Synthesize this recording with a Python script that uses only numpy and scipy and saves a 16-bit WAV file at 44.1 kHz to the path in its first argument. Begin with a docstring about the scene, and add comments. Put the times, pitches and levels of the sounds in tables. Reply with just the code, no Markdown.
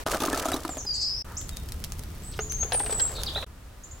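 """Chestnuts tumble into an enamel pot of water: each one slaps, sprays and plops, and the pot rings.
Then the pot stands on a wood fire that snaps and ticks. Salt patters in, and a stirring spoon knocks
the chestnuts against the pot. Small birds chirp and whistle in the garden trees, over the soft hiss
and low rumble of outdoor air. Three times the whole sound dips for a moment."""
import sys
import numpy as np
from scipy import signal
from scipy.fft import rfft, irfft
from scipy.io import wavfile
from scipy.ndimage import uniform_filter1d

SR = 44100
rng = np.random.default_rng(int(sys.argv[2]) if len(sys.argv) > 2 else 0)


def pcm_store(signal):
    """Save signal as 16-bit PCM."""
    levels = np.round(np.clip(np.atleast_2d(signal), -1, 1) * 32767)
    wavfile.write(sys.argv[1], SR, levels.astype(np.int16).T)


N = 176400
TIME = np.arange(N) / SR
HIT_TIME = np.arange(8192) / SR  # the clock of one short hit

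# tone colour of the air's hiss and rumble: f/Hz, level/dB
AIR_COLOUR = [(150, -5), (380, 1.5), (1200, -4.5), (2200, -8), (4000, -11), (9000, -14.5), (16000, -19)]
RUMBLE_COLOUR = [(15, -2), (68, 2), (150, -10.5), (450, -26.5), (1000, -50)]
# their loudness over time: t/s, level/dB
AIR_LOUDNESS = [(0, -37), (.06, -50), (2.1, -50), (3.44, -46.5), (3.47, -55.5), (4, -52.5)]
RUMBLE_LOUDNESS = [(0, -41.5), (1.1, -43.5), (1.5, -36), (3.4, -36.5), (3.48, -46.5)]
# moments when everything goes quiet: start/s, end/s
DIPS = [(.038, 0.058), (1.224, 1.245), (3.445, 3.464)]

# short bird calls: t/s, length/s, start f/Hz, end f/Hz, level/dB, trill depth/Hz
BIRD_CHIRPS = [(0.684, 0.065, 8100, 6980, -41.5, 120), (0.769, 0.053, 7000, 6320, -38.5, 494),
               (0.859, 0.071, 5150, 4750, -30, 50), (0.928, 0.041, 6000, 7030, -40.5, 850),
               (1.004, 0.033, 6000, 6920, -40, 850), (1.366, 0.023, 4630, 7440, -33.5, 250),
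               (1.505, 0.093, 3810, 3675, -55, 50), (2.221, 0.11, 7850, 8070, -48.5, 231),
               (2.397, 0.052, 6150, 6980, -37.5, 161), (3.142, 0.079, 4500, 3816, -42, 334),
               (3.258, .038, 5400, 3460, -33.5, 307), (3.345, 0.035, 3206, 3995, -31.5, 100),
               (3.409, 0.026, 4400, 3410, -42.5, 303), (3.834, 0.017, 6000, 7240, -44, 300),
               (3.909, 0.019, 6300, 7230, -45.5, 300)]
# three long bird calls: t/s, f/Hz, level/dB
BIRD_BUZZ = [(.935, 4630, -38), (0.995, 4900, -32), (1.035, 4904, -29), (1.1, 5043, -34),
             (1.225, 5374, -39)]
EVEN_WHISTLE = [(2.495, 5930, -36.5), (2.515, 6410, -33.5), (2.545, 6416, -35), (2.58, 6400, -39),
                (2.625, 6500, -29), (2.665, 6570, -53)]
SINKING_WHISTLE = [(2.727, 9270, -24), (2.748, 8700, -27), (2.81, 8395, -32), (2.86, 8140, -40.5),
                   (2.94, 7820, -31), (2.98, 7785, -38), (3.025, 7637, -22), (3.06, 7900, -65)]

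# burning wood snaps: t/s, peak level/dB
WOOD_SNAPS = [(1.4143, -26), (1.4922, -19.5), (1.570, -19), (1.6881, -27), (1.7213, -20.5), (1.8405, -17.5),
              (1.846, -20), (1.921, -19), (1.9936, -24), (2.036, -27), (2.522, -17.5), (2.9282, -22.5),
              (3.2347, -13)]
# colour of a snap's sharp crack and of its longer body: f/Hz, level/dB
CRACK_COLOUR = [(1500, -9.5), (3500, -10.5), (5500, -5.5), (8000, -10), (11000, -8), (16000, -19.5)]
BODY_COLOUR = [(300, -18), (900, -16), (2000, -1), (3500, 9.5), (7000, -8)]

# loudness of the pot scraping on the grate, falling salt and stirred water: t/s, level/dB
SCRAPE_LOUDNESS = [(1.24, -52), (1.32, -45.5), (1.45, -60)]
SALT_LOUDNESS = [(2.32, -44), (2.385, -56)]
STIR_LOUDNESS = [(2.58, -55.5), (2.75, -44.5), (3.1, -42.5), (3.31, -48), (3.43, -43.5), (3.47, -90)]
# stirred chestnuts hit the pot: t/s, thud level/dB, thud f/Hz, clack level/dB, click level/dB
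SPOON_KNOCKS = [(2.391, -22.5, 430, -26, -33.5), (2.629, -40, 460, -33, -38.5),
                (2.721, -23.5, 738, -25.5, -24), (2.745, -25, 516, -27, -32), (2.802, -26, 836, -30, -38),
                (2.862, -41, 473, -36.5, -35), (2.895, -36, 683, -30.5, -43), (2.925, -28, 432, -35, -36.5),
                (2.997, -48, 483, -36, -26.5), (3.359, -29.5, 566, -29.5, -48),
                (3.377, -28, 798, -32.5, -49), (3.427, -29, 515, -29, -44)]
# colour of a knock's clack and of the click of shell on steel: f/Hz, level/dB
CLACK_COLOUR = [(200, -24), (450, 8.5), (800, 0.5), (1600, 0), (2700, -8), (6000, -56)]
CLICK_COLOUR = [(1500, -8), (2800, 0.5), (5000, -2), (9000, -20)]
# ringing notes of the pot on the grate: f/Hz, level/dB, fade time/s
GRATE_POT_NOTES = [(430, -1, 0.62), (805, -6, 0.16)]

# large single bubbles: t/s, f/Hz, level/dB
BIG_BUBBLES = [(0.136, 1315, -23), (0.235, 1213, -24.5), (0.331, 1680, -24.5), (0.344, 1280, -25),
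               (0.485, 1320, -25.5), (0.533, 3800, -25), (2.648, 445, -31.5)]
# chestnuts hit the water: t/s, plop level/dB, plop f/Hz, spray level/dB
NUT_DROPS = [(0.064, -25.5, 655, -32), (0.135, -26, 674, -33.5), (0.146, -24, 713, -28.5),
             (0.203, -35, 310, -26.5), (0.220, -24.5, 305, -27), (0.239, -27.5, 633, -41),
             (0.259, -32, 363, -27.5), (0.282, -27.5, 296, -45), (0.329, -30, 268, -28),
             (0.375, -33.5, 683, -26), (0.456, -26, 652, -28.5), (0.485, -32.5, 282, -29.5),
             (0.518, -27.5, 687, -26.5), (0.541, -32, 300, -28), (0.565, -34.5, 302, -31.5),
             (0.650, -28.5, 320, -34), (0.692, -32.5, 744, -36.5), (0.770, -32.5, 664, -37.5),
             (0.850, -43, 395, -43)]
# colour of a slap on the water and of its spray: f/Hz, level/dB
SLAP_COLOUR = [(150, -21), (270, 2.5), (480, -13), (680, 0), (1300, -6), (2600, -21), (6000, -52)]
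SPRAY_COLOUR = [(1000, -39), (2300, -1.5), (3900, -1), (6500, -1.5), (10000, -4.5), (16000, -12)]
# water churned by the falling chestnuts: t/s, level/dB
CHURN_LOUDNESS = [(.055, -84), (.065, -33), (.15, -31.5), (.19, -42), (.22, -33.5), (.55, -36),
                  (.62, -46.5), (.8, -50), (.95, -89)]
# ringing notes of the pot and the air in it: f/Hz, level/dB, fade time/s
POT_NOTES = [(268.4, -2, 0.13), (314, -4.5, 0.1), (636, -2, 0.2), (696, -7.5, 0.26), (1206, -2.5, 0.072),
             (1305, -3.5, 0.086)]

# A fade time is how long a sound takes to drop by 60 dB. A lower "side" level sounds narrower.
AIR_SIDE_DB, WATER_SIDE_DB, SPRAY_SIDE_DB = -2, -25, -7
PLOP_FADE_S, PLOP_ATTACK_S, PLOP_RISE_PER_S = 0.041, 0.0015, 4.2
SLAP_FADE_S, SPRAY_FADE_S, CLACK_FADE_S = 0.047, 0.035, 0.058
GRAIN_DB, PEAKY_DB = -0.5, 5.5
BUBBLES_PER_S, BUBBLE_CYCLES, BUBBLE_SPREAD_DB = 600, 11.9, 7
TICKS_PER_S, TICKS_DB, FIRE_HISS_DB = 89, -57, -62
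TRILL_HZ, DIP_DB, CUTOFF_HZ = 178.6, -29.5, 16300


def amp(db):
    """Turn decibels into a gain to multiply by."""
    return 10 ** (np.asarray(db) / 20)


def unit(x):
    """Scale a sound so its average strength (rms) is 1."""
    return x / np.sqrt(np.mean(x ** 2) + 1e-20)


def curve(rows):
    """Gain over time from rows of t/s, level/dB."""
    return amp(np.interp(TIME, *np.transpose(rows)))


def add(out, s, x):
    """Mix a sound in, starting at s seconds."""
    i = max(int(s * SR), 0)
    out[:, i:i + x.shape[-1]] += x[..., :N - i]


def noise(spectrum, side_db, size, grain_db=0, peaky_db=0):
    """Stereo noise of a given colour; grain roughens it, and peaky_db lifts or lowers random pitches."""
    hz, db = np.transpose(spectrum)
    white = rng.standard_normal((2, size)) * amp(grain_db * np.minimum(rng.exponential(1, size), 5))
    f = np.maximum(np.fft.rfftfreq(size, 1 / SR), 1)
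    peaks = np.interp(np.sqrt(f), np.linspace(0, np.sqrt(SR / 2), 90), rng.standard_normal(90))
    bass_cut = np.minimum(f / hz[0], 1) ** 2
    colour = amp(np.interp(np.log(f), np.log(hz), db) + peaky_db * peaks) * bass_cut
    mid, side = irfft(rfft(white) * colour, size)
    return unit(mid + amp(side_db) * side * np.array([[1], [-1]]))


def burst(spectrum, side_db, fade_s, grain_db=0, peaky_db=0):
    """A dying puff of noise that starts at a strength of about 1."""
    fall = amp(-60 * HIT_TIME / fade_s)
    puff = noise(spectrum, side_db, len(HIT_TIME), grain_db, peaky_db) * fall
    return unit(puff) * np.sqrt(np.mean(fall ** 2))


def blip(hz, fade_s, attack_s, rise=0):
    """A short, fading pure note whose pitch may rise."""
    shape = amp(-60 * HIT_TIME / fade_s) * (1 - np.exp(-HIT_TIME / attack_s))
    return shape / shape.max() * np.sin(2 * np.pi * hz * (HIT_TIME + rise * HIT_TIME ** 2 / 2))


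def ringing(x, notes):
    """A sound plus the ringing notes that it wakes."""
    out = x.copy()
    for hz, db, fade_s in notes:
        decay = np.exp(-np.log(1000) / (fade_s * SR))
        feedback = [1, -2 * decay * np.cos(2 * np.pi * hz / SR), decay * decay]
        out += amp(db) * 2 * signal.lfilter([1 - decay, 0, decay - 1], feedback, x + 1e-18)
    return out


def echoes(x, fade_s, echo_db):
    """A sound plus a dying cloud of echoes, different in each ear."""
    t = TIME[:SR]
    tail = rng.standard_normal((2, SR)) * amp(-60 * t / fade_s) * np.minimum(t / (fade_s * 0.0055), 1)
    tail /= np.sqrt(np.sum(tail ** 2, axis=1, keepdims=True))
    return x + amp(echo_db) * signal.fftconvolve(x, tail, axes=1)[:, :N]


def outdoor_air():
    """The soft hiss of the garden over a low rumble."""
    hiss = curve(AIR_LOUDNESS) * noise(AIR_COLOUR, AIR_SIDE_DB, N)
    rumble = curve(RUMBLE_LOUDNESS) * noise(RUMBLE_COLOUR, side_db=-21.5, size=N)
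    return hiss + rumble


def bird_voice(hz, gain, depth_hz, pan_db=0, lag_s=0):
    """A bird's throat makes a pure tone whose pitch trills unevenly and rasps."""
    unsteady = unit(uniform_filter1d(rng.standard_normal(len(hz)), size=200))
    rasp = unit(uniform_filter1d(rng.standard_normal(len(hz)), size=40))
    trill = np.sin(2 * np.pi * np.cumsum(TRILL_HZ * (1 + 0.215 * unsteady)) / SR) + 0.44 * rasp
    phase = 2 * np.pi * np.cumsum(hz + depth_hz * trill) / SR
    left = amp(pan_db) * np.sin(phase)
    right = amp(-pan_db) * np.sin(phase - 2 * np.pi * hz * lag_s)
    return gain * np.array([left, right]) * np.sqrt(2)


def long_call(rows, depth_hz, pan_db, lag_s=0):
    """A bird holds one gliding note; returns its start time and its sound."""
    s, hz, db = np.transpose(rows)
    t = np.arange(s[0], s[-1], 1 / SR)
    gain = amp(np.interp(t, s, db)) * signal.windows.tukey(len(t), .04)
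    return s[0], bird_voice(np.interp(t, s, hz), gain, depth_hz, pan_db, lag_s)


def birds():
    """Chirps, a buzz and two whistles echo among the trees; the echoes stop at each dip."""
    calls = []
    for s, length, start_hz, end_hz, db, depth_hz in BIRD_CHIRPS:
        progress = np.linspace(0, 1, int(length * SR))
        gain = amp(db) * signal.windows.tukey(len(progress), 0.44)
        glide = end_hz + (start_hz - end_hz) * (1 - progress) ** 2.3  # fast at first, then slower
        calls.append((s, bird_voice(glide, gain, depth_hz)))
    calls.append(long_call(BIRD_BUZZ, depth_hz=251, pan_db=0.7))
    calls.append(long_call(EVEN_WHISTLE, depth_hz=84, pan_db=2.2))
    calls.append(long_call(SINKING_WHISTLE, depth_hz=84, pan_db=0.5, lag_s=.00005))
    out = np.zeros((2, N))
    edges = [end for _, end in DIPS] + [N / SR]
    for start, end in zip(edges, edges[1:]):
        song = np.zeros((2, N))
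        for s, call in calls:
            if start <= s < end:
                add(song, s, call)
        out += echoes(song, fade_s=0.33, echo_db=1.1) * (TIME < end - .004)
    return out


def fire():
    """Burning wood snaps sharply among tiny random ticks and a faint hiss."""
    snaps = np.zeros((2, N))
    for s, db in WOOD_SNAPS:
        crack = burst(CRACK_COLOUR, side_db=-7.5, fade_s=0.0066)
        add(snaps, s, amp(db) * crack / np.abs(crack).max())
        add(snaps, s, amp(db - 20.5) * burst(BODY_COLOUR, side_db=-2, fade_s=0.02))
    tick_starts = rng.random(N) < TICKS_PER_S / SR
    ticks = tick_starts * (rng.standard_normal(N) + 1.3 * rng.standard_normal((2, N)))
    ticks = unit(signal.sosfilt(signal.butter(2, 2500, "high", fs=SR, output="sos"), ticks + 1e-18))
    hiss = amp(FIRE_HISS_DB) * noise(CRACK_COLOUR, AIR_SIDE_DB, N)
    burning = (TIME > DIPS[1][1]) & (TIME < DIPS[2][0])
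    return echoes(snaps + (amp(TICKS_DB) * ticks + hiss) * burning, fade_s=0.074, echo_db=-6.5)


def pot_scrape():
    """The pot rubs softly as it settles on the grate."""
    rub = noise(SLAP_COLOUR, WATER_SIDE_DB, N, peaky_db=PEAKY_DB)
    return curve(SCRAPE_LOUDNESS) * (TIME > SCRAPE_LOUDNESS[0][0]) * rub


def bubbles(loudness, low_hz, high_hz):
    """Random bubbles ring briefly and rise in pitch, over the time that a loudness table spans."""
    out = np.zeros((2, N))
    start, end = loudness[0][0], loudness[-1][0]
    span = end - start
    for when, pitch, softness in rng.random((1500, 3))[:int(BUBBLES_PER_S * span)]:
        hz = low_hz * (high_hz / low_hz) ** pitch
        bubble = blip(hz, BUBBLE_CYCLES / hz, attack_s=0.00017, rise=11.0)
        add(out, start + when * span, amp(-BUBBLE_SPREAD_DB * softness) * bubble)
    return unit(out) * np.sqrt(span * SR / N)


def salt():
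    """Salt patters on the water and leaves a brief shower of tiny bubbles."""
    return curve(SALT_LOUDNESS) * bubbles(SALT_LOUDNESS, low_hz=3100, high_hz=5830)


def water(loudness, low_hz, high_hz, spray_db):
    """Moving water: gurgling bubbles and clumps of crackling spray."""
    clumps = unit(uniform_filter1d(uniform_filter1d(rng.standard_normal(N), size=240), size=120))
    spray = unit(amp(4.5 * clumps) * noise(SPRAY_COLOUR, SPRAY_SIDE_DB, N, grain_db=4.5))
    return curve(loudness) * (bubbles(loudness, low_hz, high_hz) + amp(spray_db) * spray)


def spoon():
    """The spoon swirls the water; chestnuts thud, clack and click against the ringing pot."""
    knocks = np.zeros((2, N))
    for s, thud_db, hz, clack_db, click_db in SPOON_KNOCKS:
        thud = amp(thud_db) * blip(hz, fade_s=0.041, attack_s=0.00045)
        clack = amp(clack_db) * burst(CLACK_COLOUR, WATER_SIDE_DB, CLACK_FADE_S, peaky_db=PEAKY_DB)
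        click = amp(click_db) * burst(CLICK_COLOUR, SPRAY_SIDE_DB, CLACK_FADE_S, GRAIN_DB, PEAKY_DB)
        add(knocks, s, thud + clack + click)
    stirring = TIME > SPOON_KNOCKS[0][0]
    swirl = water(STIR_LOUDNESS, low_hz=386, high_hz=1850, spray_db=-3.5)
    return ringing(knocks + stirring * swirl, GRATE_POT_NOTES)


def glugs():
    """Large bubbles pinch off one by one, each a short rising note."""
    out = np.zeros((2, N))
    for s, hz, db in BIG_BUBBLES:
        add(out, s, amp(db) * blip(hz, PLOP_FADE_S, PLOP_ATTACK_S, PLOP_RISE_PER_S))
    return out


def chestnuts():
    """Each nut slaps the water, throws spray and opens an air pocket that plops; the pot rings along."""
    splashes = np.zeros((2, N))
    for s, plop_db, hz, spray_db in NUT_DROPS:
        plop = amp(plop_db) * blip(hz, PLOP_FADE_S, PLOP_ATTACK_S, PLOP_RISE_PER_S)
        slap = amp(plop_db + 1.5) * burst(SLAP_COLOUR, WATER_SIDE_DB, SLAP_FADE_S, peaky_db=PEAKY_DB)
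        spray = amp(spray_db) * burst(SPRAY_COLOUR, SPRAY_SIDE_DB, SPRAY_FADE_S, GRAIN_DB, PEAKY_DB)
        add(splashes, s, plop + slap + spray)
    churn = water(CHURN_LOUDNESS, low_hz=379, high_hz=1820, spray_db=-2.5)
    return ringing(splashes + churn, POT_NOTES)


def scene():
    """All the sounds together."""
    return outdoor_air() + chestnuts() + glugs() + pot_scrape() + salt() + spoon() + fire() + birds()


def record(dry):
    """The level dips briefly three times, and the highest treble is cut off."""
    in_dip = sum((TIME > start) & (TIME < end) for start, end in DIPS)
    gain = uniform_filter1d(amp(DIP_DB * in_dip), size=90)
    return signal.sosfilt(signal.ellip(10, .2, 80, CUTOFF_HZ, fs=SR, output="sos"), dry * gain)


dry = scene()
out = record(dry)
pcm_store(out)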